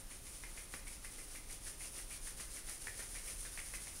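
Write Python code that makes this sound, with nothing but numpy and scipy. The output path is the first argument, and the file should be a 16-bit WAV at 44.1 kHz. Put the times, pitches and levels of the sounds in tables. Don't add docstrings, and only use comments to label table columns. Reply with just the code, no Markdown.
import sys
import numpy as np
from scipy import signal
from scipy.fft import rfft, irfft
from scipy.io import wavfile

SR = 44100
rng = np.random.default_rng(int(sys.argv[2]) if len(sys.argv) > 2 else 0)


def generate_wav(sig):
    pcm = np.round(np.clip(np.atleast_2d(sig).T, -1, 1) * 32767).astype(np.int16)
    wavfile.write(sys.argv[1], SR, pcm)


N = 176400
T = np.arange(N) / SR

# middle t/s, length/s, level/dB
FLAT_STROKES = [(-0.002, 0.09, -54), (0.16, 0.113, -61), (0.265, 0.13, -55.5), (0.358, 0.2, -54),
                (0.522, 0.14, -55.5), (0.631, 0.09, -55.5), (0.746, 0.17, -53.0), (0.924, 0.149, -53),
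                (1.136, 0.133, -53.5), (1.247, 0.089, -56), (1.329, 0.2, -54.5), (1.533, 0.13, -50.5),
                (1.683, 0.2, -52), (1.843, 0.17, -48), (1.973, 0.18, -50), (2.136, 0.16, -49.5),
                (2.27, 0.17, -49.0), (2.38, 0.046, -51.5), (2.557, 0.17, -49), (2.715, 0.21, -49.5),
                (2.836, 0.15, -50.5), (3.007, 0.28, -52), (3.116, 0.11, -50), (3.292, 0.24, -48.5),
                (3.414, 0.14, -48.5), (3.543, 0.1, -50.5), (3.677, 0.16, -49.5), (3.832, 0.096, -49.5),
                (3.972, 0.175, -51.5)]
# t/s, pat level/dB, pocket f/Hz, swish level/dB, squeezed-air level/dB
CUPPED_STROKES = [(0.11, -56, 2250, -44, -52.0), (0.264, -62, 2280, -47, -53),
                  (0.4361, -45, 2110, -45.5, -48.0), (0.5745, -50.5, 2150, -42, -46.5),
                  (0.7386, -40.0, 2070, -47.0, -49.5), (0.869, -49.5, 2220, -45.5, -46.5),
                  (1.046, -50, 2060, -42.5, -51.5), (1.183, -63, 2170, -42.5, -50.5),
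                  (1.3506, -51.5, 2170, -43.5, -46.5), (1.496, -58, 2130, -44.5, -50.5),
                  (1.6646, -61.5, 1800, -40, -49), (1.806, -50, 2220, -47, -49.5),
                  (1.9835, -66, 2010, -42, -49.5), (2.105, -56, 2350, -44, -47.5),
                  (2.2708, -47, 1840, -41, -51), (2.399, -50.5, 2020, -38.5, -50),
                  (2.5644, -54, 2000, -45, -49.0), (2.686, -53, 1970, -40.5, -47.5),
                  (2.8705, -38, 1930, -40.0, -53), (2.9932, -49.5, 1820, -39, -45.0),
                  (3.1515, -49, 2070, -38.5, -44.5), (3.2728, -50, 2250, -42.0, -46.5),
                  (3.4508, -46.5, 1820, -39.5, -47.5), (3.5751, -41, 2050, -39, -46),
                  (3.738, -43, 2180, -38, -44.5), (3.8714, -48, 2170, -41.0, -54)]
SLAP_DB, SWISH_DB, SQUEEZE_DB = -3.5, -9.5, -6.5
# t/s, level/dB, f/Hz
POPS_AND_SQUEAKS = [(.449,-60,2240),(1.053,-49,2220),(1.847,-49,2880),(2.882,-41,2060),(3.590,-39,2260),(3.600,-47,2020),(3.603,-49,2960)]
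# t/s, level/dB
SKIN_CATCHES = [(0.421, -51), (0.738, -47.5), (0.874, -48.5), (1.041, -49), (2.4, -46), (2.688, -45.5),
                (2.813, -48), (2.87, -51), (3.748, -44)]
# t/s, level/dB
HEEL_BUMPS = [(0.739,-48.5),(2.872,-63),(2.992,-48.5)]
# f/Hz, relative level/dB
SKIN_SPECTRUM = [(200,-12),(500,-8),(900,-15),(1400,-11),(2200,-10.5),(3000,-10.5),(3900,-11),(5200,-7),(6400,-5.5),(7800,-7.5),(8700,-2),(9500,2.5),(10400,-2.5),(11300,-9.5),(12600,-15.5),(15500,-21)]
SLAP_SPECTRUM = [(300,-23),(550,-4),(1150,5),(1500,-6),(2200,-8),(3500,-5.5),(6000,-14),(9500,-5),(15000,-29)]
BUMP_SPECTRUM = [(50,-10),(150,-2),(450,5),(1100,-9),(2500,-28),(8000,-58)]
# delay t/s, gain relative to one another
NEAR_ECHOES = [(.0071,.16),(.0096,-0.22),(.0122,0.29),(0.0147,.18)]
# f/Hz, time to fall 60 dB t/s
ROOM_DECAY = [(150,0.24),(1000,0.47),(2500,0.57),(9000,0.34)]
# f/Hz, relative level/dB
RUMBLE_SPECTRUM = [(8, -26), (18, 0.5), (38, 0.5), (50, -11), (100, -16), (200, -26), (500, -82),
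                   (2000, -79)]
HISS_SPECTRUM = [(30, 12), (150, 3.5), (340, 6), (500, 0), (800, -1.5), (3000, -6), (6000, -6.5),
                 (9500, -9), (15500, -10)]
# f/Hz, level/dB
HUM_TONES = [(281,-82),(534,-77.5),(1222,-80.5)]

CONTACT_RISE_S = 0.00048


def flat_hands():
    power = np.full(N, amp(-60.5) ** 2)
    for middle, length, db in FLAT_STROKES:
        speed = np.maximum(np.cos(np.pi * np.clip((T - middle) / length, -0.5, 0.5)), 0)
        power += (amp(db) * speed ** 1.57) ** 2
    return friction(np.sqrt(power), db_per_octave=1.1)


def cupped_hands():
    lead_s, rise_s, fall_s = 0.0069, 0.018, 0.049
    power = np.zeros(N)
    for start, _, _, db, _ in CUPPED_STROKES:
        t = T - start - lead_s
        width = np.where(t < 0, rise_s, fall_s)
        power += amp(db + SWISH_DB) ** 2 / (1 + (t / width) ** 2) ** 2
    return friction(np.sqrt(power))


def catches():
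    return friction(sum(amp(db) * burst(start, rise_s=0.008, decay_s=0.0045)
                        for start, db in SKIN_CATCHES))


def friction(envelope, db_per_octave=0):
    grains_per_s, body_edge_hz = 16000, 5400
    grains = rng.standard_normal(N) * amp(-0.2 * np.minimum(rng.exponential(1, N), 4))
    grains *= rng.random(N) < grains_per_s / SR
    hiss = colour(grains, SKIN_SPECTRUM, db_per_octave)
    body = signal.sosfiltfilt(signal.butter(2, body_edge_hz, fs=SR, output="sos"), hiss)
    treble = hiss - body
    wander = amp(1.4 * drift(seconds=0.032))
    judder = amp(0.5 * drift(seconds=0.0082))
    return (treble + body * wander) * envelope * judder


def pats():
    pitched = sum(ring(*row) for row in POPS_AND_SQUEAKS)
    slap = np.zeros(N)
    for start, db, hz, _, air_db in CUPPED_STROKES:
        squeeze = burst(start, rise_s=0.0045, decay_s=0.022)
        pitched += ring(start, db, hz)
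        pitched += amp(air_db + SQUEEZE_DB) * puff(squeeze, hz, width_hz=630)
        slap += amp(db + SLAP_DB) * burst(start, CONTACT_RISE_S, decay_s=0.0029)
    return pitched + slap * noise(SLAP_SPECTRUM)


def ring(start, db, hz):
    glide_depth, glide_s = 0.23, 0.001
    t = np.maximum(T - start, 0)
    phase = 2 * np.pi * hz * (t - glide_depth * glide_s * (1 - np.exp(-t / glide_s)))
    modes = np.sin(phase) + amp(-8.5) * np.sin(1.2 * phase)
    return amp(db) * burst(start, CONTACT_RISE_S, decay_s=0.0026) * np.sqrt(2) * modes


def puff(envelope, hz, width_hz):
    air = rng.standard_normal(N) * envelope
    for bandwidth in (width_hz, 2 * width_hz):
        air = signal.lfilter(*signal.iirpeak(hz, hz / bandwidth, fs=SR), air)
    return unit(air) * np.sqrt(np.mean(envelope ** 2))


def bumps():
    knocks = sum(amp(db) * burst(start, CONTACT_RISE_S, decay_s=0.006) for start, db in HEEL_BUMPS)
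    return knocks * noise(BUMP_SPECTRUM)


def room(direct, tail_db, echo_db):
    near = sum(gain * np.interp(T - delay, T, direct, left=0) for delay, gain in NEAR_ECHOES)
    build_s, crossfade_hz = 0.008, 0.8
    far = np.zeros(N)
    for k in range(4):
        hz, t, spectrum = signal.stft(rng.standard_normal(SR // 2), SR, nperseg=256)
        decay = amp(-60 * t / read(ROOM_DECAY, hz)[:, None])
        tail = signal.istft(spectrum * decay * np.minimum(t / build_s, 1), SR, nperseg=256)[1]
        share = np.maximum(np.cos(2 * np.pi * (crossfade_hz * T - k / 4)), 0)
        far += signal.fftconvolve(direct * share, tail / np.linalg.norm(tail))[:N]
    return direct + amp(echo_db) * near + amp(tail_db) * far


def room_tone():
    hum = np.zeros(N)
    for hz, db in HUM_TONES:
        wavering_hz = hz + 2.466 * drift(seconds=0.059)
        hum += amp(db) * np.sqrt(2) * np.sin(2 * np.pi * np.cumsum(wavering_hz) / SR)
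    return hum + amp(-53.5) * noise(RUMBLE_SPECTRUM) + amp(-59) * noise(HISS_SPECTRUM)


def amp(db):
    return 10 ** (np.asarray(db) / 20)


def unit(x):
    return x / np.sqrt(np.mean(x ** 2) + 1e-20)


def read(points, hz):
    f, value = np.transpose(points)
    return np.interp(np.log(hz + 1), np.log(f + 1), value)


def colour(x, spectrum, db_per_octave=0):
    hz = np.fft.rfftfreq(N, 1 / SR)
    gain = amp(read(spectrum, hz) + db_per_octave * np.log2(hz + 1))
    return unit(irfft(rfft(x) * gain, N))


def noise(spectrum):
    return colour(rng.standard_normal(N), spectrum)


def drift(seconds):
    hz = np.fft.rfftfreq(N, 1 / SR)
    smoothing = np.exp(-(2 * hz * seconds) ** 2)
    return unit(irfft(rfft(rng.standard_normal(N)) * smoothing, N))


def burst(start, rise_s, decay_s):
    t = np.maximum(T - start, 0)
    fall = np.exp(-np.clip((t - rise_s) / decay_s, 0, 100))
    return np.minimum(t / rise_s, 1) * fall


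def scene():
    rubbing = room(flat_hands() + cupped_hands() + catches(), tail_db=-15, echo_db=-7.5)
    patting = room(pats() + bumps(), tail_db=-6, echo_db=-5)
    mono = rubbing + patting + room_tone()
    return np.array([mono, mono])


def record(dry):
    edge_hz = 15760
    lowpass = signal.firwin(801, edge_hz, window=("kaiser", 9), fs=SR)
    return signal.oaconvolve(dry, lowpass[None], "same")


dry = scene()
out = record(dry)
generate_wav(out)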